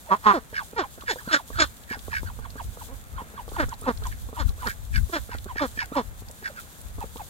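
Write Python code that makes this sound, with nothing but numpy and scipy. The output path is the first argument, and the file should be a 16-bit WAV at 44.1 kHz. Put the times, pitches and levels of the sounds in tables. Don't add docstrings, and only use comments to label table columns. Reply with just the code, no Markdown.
import sys
import numpy as np
from scipy import signal
from scipy.fft import rfft, irfft, next_fast_len
from scipy.io import wavfile
from scipy.ndimage import uniform_filter1d

SR = 44100
rng = np.random.default_rng(int(sys.argv[2]) if len(sys.argv) > 2 else 0)


def to_wav(s):
    ch = np.atleast_2d(s).T
    pcm = np.round(np.clip(ch, -1, 1) * 32767)
    wavfile.write(sys.argv[1], SR, pcm.astype(np.int16))


N = 321489
TIME = np.arange(N) / SR


def undb(db):
    return 10 ** (np.asarray(db) / 20)


def unit(x):
    return x / np.sqrt(np.mean(x ** 2))


def ring(x, hz, width_hz):
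    return signal.lfilter(*signal.iirpeak(hz, hz / width_hz, SR), x)


def steep(x, hz, width_hz):
    return ring(ring(x, hz, width_hz), hz, 1.6 * width_hz)


def shape(x, points, trail=((0, 0), (1, 0))):
    size = next_fast_len(N + 64)
    f_hz = np.arange(size // 2 + 1) * SR / size
    hz, db = np.transpose(points)
    gain = undb(np.interp(np.log(f_hz + 1), np.log(hz), db))
    lag_rad = np.interp(f_hz, *np.transpose(trail))
    return irfft(rfft(x, size) * gain * np.exp(-1j * lag_rad), size)[:N]


def walk(rate_hz, size=N):
    hold = int(SR / rate_hz)
    steps = np.repeat(rng.standard_normal(size // hold + 1), hold)
    return 1.7 * uniform_filter1d(uniform_filter1d(steps, hold), hold)[:size]


def add(out, x, start_s):
    i = int(start_s * SR)
    out[i:i + len(x)] += x[:N - i]


def around(knots_s, db, pad_s, fade_s):
    t = np.arange(knots_s[0] - pad_s, knots_s[-1] + pad_s, 1 / SR)
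    outside_s = np.maximum(np.maximum(knots_s[0] - t, t - knots_s[-1]), 0)
    return t, undb(np.interp(t, knots_s, db) - 60 * outside_s / fade_s)


def field():
    # f/Hz, relative density/dB
    field_colour = [(35, -32), (60, -0.5), (216, -1), (361, -10.5), (467, -8), (1110, -11), (1650, -9.5),
                    (3550, -25.5), (5160, -49), (7150, -36), (15800, -76)]
    level_db, shared_power = -51.5, 0.58
    hush = [unit(shape(rng.standard_normal(N), field_colour)) * undb(level_db + 0.99 * walk(7.0))
            for _ in range(3)]
    shared = np.sqrt(shared_power) * hush[0]
    apart = np.sqrt(1 - shared_power) * np.array(hush[1:])
    return shared, apart


def wind():
    # t/s, level/dB
    gust_points = [(0.0, -50), (1.48, -51.5), (1.58, -29), (1.78, -48), (2.41, -31), (2.45, -46.5),
                   (2.7, -30), (2.76, -40.5), (3.36, -47), (3.67, -29), (3.73, -40.5), (4.26, -31.5),
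                   (4.36, -42), (4.48, -23.5), (4.56, -41), (4.87, -40.5), (5.05, -23.5), (5.13, -40.5),
                   (6.12, -39.5), (6.81, -53.5), (6.95, -38), (7.28, -44.5)]
    # f/Hz, relative gain/dB
    wind_colour = [(20, -14.5), (45, 0.5), (70, -1), (100, -6), (140, -18.5), (250, -27.5), (500, -62)]
    lean_db = 0.5
    gusts_db = np.interp(TIME, *np.transpose(gust_points))
    ports = []
    for port_db in (lean_db, -lean_db):
        gain = undb(gusts_db + port_db + 3.77 * walk(16))
        ports.append(gain * unit(shape(rng.standard_normal(N), wind_colour)))
    return np.array(ports)


def grass():
    # t/s, level before decay/dB, centre f/Hz
    snap_table = [(1.0094, -39, 3450), (1.836, -44, 3540), (1.9915, -39, 3870), (2.503, -39.5, 4650),
                  (3.491, -41, 3400), (3.6914, -35, 6800), (3.739, -39, 3890), (3.8123, -36.5, 9450),
                  (3.9743, -38.5, 4150), (4.0372, -37, 3560), (4.069, -33.5, 6800), (4.492, -37, 4000),
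                  (4.671, -28, 4790), (5.384, -36.5, 3540), (6.2853, -43, 4900), (6.3118, -36, 8500),
                  (6.814, -39, 9800), (7.1701, -38, 3180)]
    # middle t/s, peak level/dB, 1/e power width/s
    swish_table = [(0.0, -57, 0.12), (0.32, -58, 0.2), (0.662, -46, 0.048), (1.137, -46.5, 0.067),
                   (1.277, -50, 0.16), (1.612, -45.5, 0.12), (2.182, -49, 0.21), (2.852, -44.5, 0.1),
                   (3.617, -47, 0.14), (3.823, -60, 0.05), (4.07, -45.5, 0.06), (4.377, -63, 0.14),
                   (4.69, -42.5, 0.076), (4.973, -42, 0.068), (5.151, -45, .15), (5.623, -51, 0.14),
                   (6.294, -52, 0.062), (6.657, -54, 0.39), (7.25, -53.5, 0.39)]
    rustle_db = -51
    snap_t60_s = 0.027
    out, t = np.zeros((2, N)), TIME[:900]
    for s, db, hz in snap_table:
        for port in out:
            crack = unit(ring(rng.standard_normal(len(t)), hz, 0.2 * hz))
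            add(port, undb(db) * crack * 1000 ** (-t / snap_t60_s), s)

    swells = sum(undb(db) ** 2 * np.exp(-(2 * (TIME - s) / width_s) ** 2) for s, db, width_s in swish_table)
    power = undb(rustle_db) ** 2 + swells
    gain = np.sqrt(power) * undb(1.8 * walk(32))
    rustle_colour = [(1500, -33), (3500, 2.5), (5300, -4.5), (7000, 2.5),
                     (10500, -0.5), (13000, 0.5), (16000, -3.5)]
    for port in out:
        grains = rng.standard_normal(N) * undb(2.9 * rng.exponential(size=N))
        crackle_gain = undb(9 + 2.6 * np.minimum(rng.exponential(size=N), 6))
        crackle = crackle_gain * (rng.random(N) < .006) * rng.standard_normal(N)
        port += gain * unit(shape(unit(grains) + crackle, rustle_colour))
    return out


def squeaks():
    # pitch settles t/s, settled f/Hz, final f/Hz, length after settling/s, base level/dB
    squeak_table = [(0.092, 636, 625, 0.067, -40.5), (0.589, 1304, 820, 0.038, -39),
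                    (0.829, 1150, 775, 0.027, -34), (1.02, 1315, 990, 0.0082, -44),
                    (1.189, 1736, 883, 0.03, -44), (1.291, 1390, 1260, 0.036, -33),
                    (1.381, 1226, 640, 0.03, -42), (1.531, 1684, 1080, 0.052, -49.5),
                    (1.588, 1245, 1208, 0.056, -26.5), (1.931, 1112, 692, 0.028, -41),
                    (2.052, 1580, 1292, 0.0238, -55), (2.124, 1090, 734, 0.02, -44),
                    (2.27, 1585, 780, 0.04, -43.5), (2.449, 1222, 740, 0.016, -40),
                    (2.597, 1103, 720, 0.019, -36.5), (2.811, 1017, 682, 0.021, -44.5),
                    (3.181, 1006, 966, 0.041, -38.5), (3.379, 1090, 787, 0.033, -39.5),
                    (3.565, 1063, 782, 0.01, -34.5), (3.719, 1115, 787, 0.02, -39),
                    (3.859, 1010, 777, 0.018, -34.5), (4.053, 1150, 940, 0.024, -37),
                    (4.37, 988, 930, 0.032, -38.5), (4.484, 1406, 1100, 0.015, -48.5),
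                    (4.622, 1046, 918, 0.041, -37), (5.317, 1072, 770, 0.0238, -42),
                    (5.492, 1084, 770, 0.034, -41), (5.597, 1182, 1140, 0.031, -30.5),
                    (5.813, 1050, 740, 0.03, -40.5), (5.954, 991, 980, 0.052, -32),
                    (6.301, 607.4, 446, 0.01, -50), (6.497, 625, 470, 0.019, -48.5),
                    (7.013, 888, 694, 0.028, -39), (7.199, 849, 697, 0.026, -40.5)]
    overtones_db = (0, -22, -18)
    lead_s, lead_max_hz, lead_ratio = .03, 1600, 1.45
    out = np.zeros(N)
    for s, hz, end_hz, length_s, base_db in squeak_table:
        knots_s = s + np.array([-lead_s, -.25 * lead_s, 0, 0.56 * length_s, length_s])
        knots_db = base_db + np.array([-9, -5.0, 4.5, 6.5, -2.5])
        t, gain = around(knots_s, knots_db, pad_s=0.013, fade_s=0.052)
        lead_hz = min(lead_max_hz, lead_ratio * hz)
        knots_hz = [.85 * lead_hz, lead_hz, hz, .7 * hz + 0.282 * end_hz, end_hz]
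        pitch_hz = np.interp(t, knots_s, knots_hz)
        phase = 2 * np.pi * np.cumsum(pitch_hz * (1 + 0.0328 * walk(300, size=len(t)))) / SR
        tone = sum(undb(d) * np.sin((k + 1) * phase) for k, d in enumerate(overtones_db))
        hoarse = tone * (1 + .35 * walk(600, size=len(t)))
        air = undb(-14) * unit(steep(rng.standard_normal(len(t)), 1200, 900))
        add(out, gain * (hoarse + air), t[0])
    return out


def quacks():
    # start t/s, length/s, first pitch f/Hz, last pitch f/Hz, level/dB, throat f/Hz,
    # throat width/Hz, throat over chest/dB, bill brightness/dB, roughness [0-1]
    quack_table = [(.108, 0.043, 188.2, 211, -12.5, 1069, 262, 12, -33, 0.3),
                   (.258, 0.068, 220, 186.5, -8.5, 1132, 290, 14, -32.5, 0.21),
                   (0.329, 0.061, 387.6, 217, -22, 1270, 450, -7, -20.5, 0.22),
                   (0.765, 0.067, 487.5, 242.2, -23, 1340, 850, -4.5, -15, 0.46),
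                   (1.087, 0.05, 522, 260.7, -25.5, 1810, 410, -1.5, -3, .4),
                   (1.312, 0.061, 343, 272, -16, 1529, 465, 9, -7, 0.54),
                   (1.586, 0.059, 339.3, 279.2, -18.5, 1520, 286, 5.5, -2.5, 0.41),
                   (2.885, 0.06, 234.3, 282, -40, 1050, 260, -7.5, -23, 0.49),
                   (3.584, 0.058, 341, 236.5, -20, 1420, 650, .5, -19.5, 0.46),
                   (3.867, 0.047, 279.6, 218, -19.5, 1167, 517, -4, -23, 0.33),
                   (4.384, .046, 328.7, 241, -27, 1260, 550, 5, -8.5, 0.44),
                   (4.657, 0.029, 250.2, 198, -20.5, 1370, 470, 7, -18, 0.59),
                   (5.125, .064, 366, 248, -23.5, 1470, 740, 0, -10.5, 0.5),
                   (5.608, 0.055, 311.8, 228.4, -21, 1270, 520, -4, -16, 0.31),
                   (5.959, 0.055, 299.6, 208.2, -21.5, 1180, 430, -8.5, -17, .11)]
    # f/Hz, width/Hz, gain/dB
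    bill_modes = [(2295, 280, 11.5), (2670, 850, 7.5), (3403, 190, 12.5), (4230, 285, 11), (5300, 790, 7.5),
                  (6730, 1000, 5.5), (8180, 460, -2)]
    chest_db = [1.5, 1.5, -4, -11, -15]
    attack_s, rough_attack_s = 0.0069, 0.021
    release_s, sag_db = 0.017, -3
    starts_db, ends_db = -12.5, -10.5
    pitch_bend = 1.15
    tilt = 0.2
    rasp_hz, rasp_db_per_db = 5500, 0.37
    bill_follows = 0.64
    bill_breath_db = 6.5
    out = np.zeros(N)
    for (start_s, length_s, first_hz, last_hz, level_db,
         throat_hz, throat_width_hz, throat_db, bright_db, rough) in quack_table:
        knots_s = start_s + np.array([0, attack_s + rough_attack_s * rough, length_s - release_s, length_s])
        knots_db = level_db + np.array([starts_db, 0, sag_db, ends_db])
        t, gain = around(knots_s, knots_db, pad_s=.05, fade_s=.018)

        glide = np.clip((t - start_s) / length_s, 0, 1) ** pitch_bend
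        pitch_hz = first_hz + (last_hz - first_hz) * glide
        jitter = .06 * rough * walk(250, size=len(t))
        shimmer = undb(5 * rough * walk(250, size=len(t)))
        phase = 2 * np.pi * np.cumsum(pitch_hz * (1 + jitter)) / SR

        order = np.arange(1, 11000 // pitch_hz.max())[:, None]
        pulses = unit(np.sum(np.cos(order * phase) / order ** tilt, axis=0)) * shimmer
        air = rng.standard_normal(len(t))
        puffs = rough * air * (1 + np.cos(phase))

        chest = shimmer * sum(undb(d) * np.cos((k + 1) * phase) for k, d in enumerate(chest_db))
        throat = steep(pulses + puffs, throat_hz, throat_width_hz)
        bill = sum(undb(d + rasp_db_per_db * bright_db * (f > rasp_hz)) * steep(pulses + 1.8 * puffs, f, w)
                   for f, w, d in bill_modes)
        body = unit(unit(chest) + undb(throat_db) * unit(throat))
        bill_opening = (gain / gain.max()) ** bill_follows
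        voice = body + undb(bright_db) * unit(bill) * bill_opening

        breath_gain = undb(-16) * around(knots_s, knots_db, pad_s=.05, fade_s=.12)[1]
        throat_breath = unit(steep(air, throat_hz, 1000))
        bill_breath = undb(bill_breath_db + bright_db) * unit(steep(air, 3400, 1400))
        breath = breath_gain * (throat_breath + bill_breath)
        add(out, breath - gain * voice, t[0])
    return out


def huffs():
    # t/s, level/dB, length/s, lowest resonance f/Hz, mean growl rate f/Hz
    huff_table = [(0.236, -33.5, 0.029, 1050, 94.5), (0.543, -28.5, 0.066, 1590, 92.2),
                  (1.072, -27, 0.043, 1560, 91.5), (1.897, -31.5, 0.068, 1620, 86.4),
                  (2.122, -28.5, 0.077, 1660, 86.8), (2.247, -48, 0.044, 1450, 96.5),
                  (4.677, -31, 0.051, 1655, 83.5), (4.941, -26.5, 0.047, 1610, 86.2),
                  (5.305, -37.5, 0.068, 1510, 87.2), (5.563, -31, 0.055, 1690, 93),
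                  (5.78, -27, 0.0655, 1633, 79), (6.44, -30, 0.055, 1580, 87.6),
                  (6.563, -38.5, 0.048, 1440, 89.7), (4.11, -43, 0.04, 1660, 71)]
    # multiple of the lowest [1], width/Hz, mean gain/dB
    throat_modes = [(1.0, 203, 13), (1.35, 232, 4.5), (1.7, 296, -1), (2.1, 500, -9), (2.9, 900, -11.5)]
    out = np.zeros(N)
    for s, db, length_s, hz, rate_hz in huff_table:
        u = np.arange(-.3, 1.4, 1 / (length_s * SR))
        flap = np.cumsum(rate_hz * (1 + 0.2 * walk(80, size=len(u)))) / SR % 1
        air = rng.standard_normal(len(u)) * (.3 + 1.6 * np.exp(-flap / .25))
        gape_db = 1.5 * rng.standard_normal(len(throat_modes))
        throat = sum(undb(d + g) * steep(air, m * hz, w) for (m, w, d), g in zip(throat_modes, gape_db))
        place = np.cumsum(1.07 - .13 * u)
        throat = np.interp(place, np.arange(len(u)), throat)
        hiss = undb(-18) * unit(steep(air, 4840, 1100))
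        swell = np.exp(-((u - .45) / 0.41) ** 2)
        add(out, undb(db) * swell * (unit(throat) + hiss), s + u[0] * length_s)
    return out


def clucks():
    # t/s, base level/dB (mode gains add)
    cluck_table = [(0.528, -60), (0.73, -57.5), (0.977, -53.5), (1.036, -57), (1.158, -54.5), (1.275, -52),
                   (1.502, -55.5), (1.909, -54.5), (1.969, -58.5), (2.079, -55), (2.231, -55),
                   (2.389, -54.5), (2.556, -54.5), (2.77, -57), (3.135, -59), (3.218, -54.5), (3.338, -57),
                   (3.479, -56.5), (3.516, -54.5), (3.543, -54), (3.684, -57.5), (3.817, -59), (3.84, -58),
                   (4.021, -52.5), (4.287, -55), (4.328, -56.5), (4.501, -61), (4.578, -61), (5.092, -55),
                   (5.289, -57), (5.347, -50.5), (5.458, -54.5), (5.556, -52.5), (5.775, -53.5),
                   (5.918, -53.5), (6.216, -58.5), (6.296, -66), (6.424, -59), (6.982, -51), (7.037, -49.5),
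                   (7.158, -55.5)]
    # f/Hz, gain/dB, t60/s
    mouth_modes = [(252, 23, 0.03), (441, 21.5, 0.044), (732, 17, 0.024), (1136, 16, 0.034)]
    out, t = np.zeros(N), TIME[:2000]
    for s, db in cluck_table:
        gain_chance, pitch_chance = rng.standard_normal((2, len(mouth_modes)))
        modes = 0
        for (f, d, t60_s), a, b in zip(mouth_modes, gain_chance, pitch_chance):
            tone = np.sin(2 * np.pi * f * (1 + 0.074 * b) * t)
            modes = modes + undb(d + 3.5 * a) * tone * 1000 ** (-t / t60_s)
        push = np.minimum(t / .0015, 1) * (1 + .5 * walk(1200, size=len(t)))
        add(out, undb(db) * modes * push, s)
    return out


def scene():
    # f/Hz, left minus right/dB
    balance = [(200, -1), (600, -1), (1250, -4.5), (2300, 1), (4400, -3.5), (8000, .5)]
    # f/Hz, right port lag/rad
    right_trail = [(0, 0), (700, .95), (1980, 3.6), (2670, 5.6), (4820, 8.9), (7490, 13.2), (16000, 27.5)]
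    shared, apart = field()
    birds = squeaks() + quacks() + huffs() + clucks()
    hz, db = np.transpose(balance)
    left = shape(birds + shared, np.transpose([hz, db / 2]))
    right = shape(birds + shared, np.transpose([hz, -db / 2]), right_trail)
    t = TIME[:4000]
    highpass = signal.butter(2, 900, "high", fs=SR)
    tails = signal.lfilter(*highpass, rng.standard_normal((2, len(t)))) * 1000 ** (-t / 0.054)
    scatter = undb(-27) * signal.fftconvolve(birds[None], tails, axes=1)[:, :N]
    return np.array([left, right]) + scatter + apart + grass() + wind()


def record(dry):
    top_hz, ceiling = 15850, .85
    rounded = ceiling * np.tanh(dry / ceiling)
    return signal.sosfilt(signal.ellip(16, .3, 90, top_hz, fs=SR, output="sos"), rounded)


dry = scene()
out = record(dry)
to_wav(out)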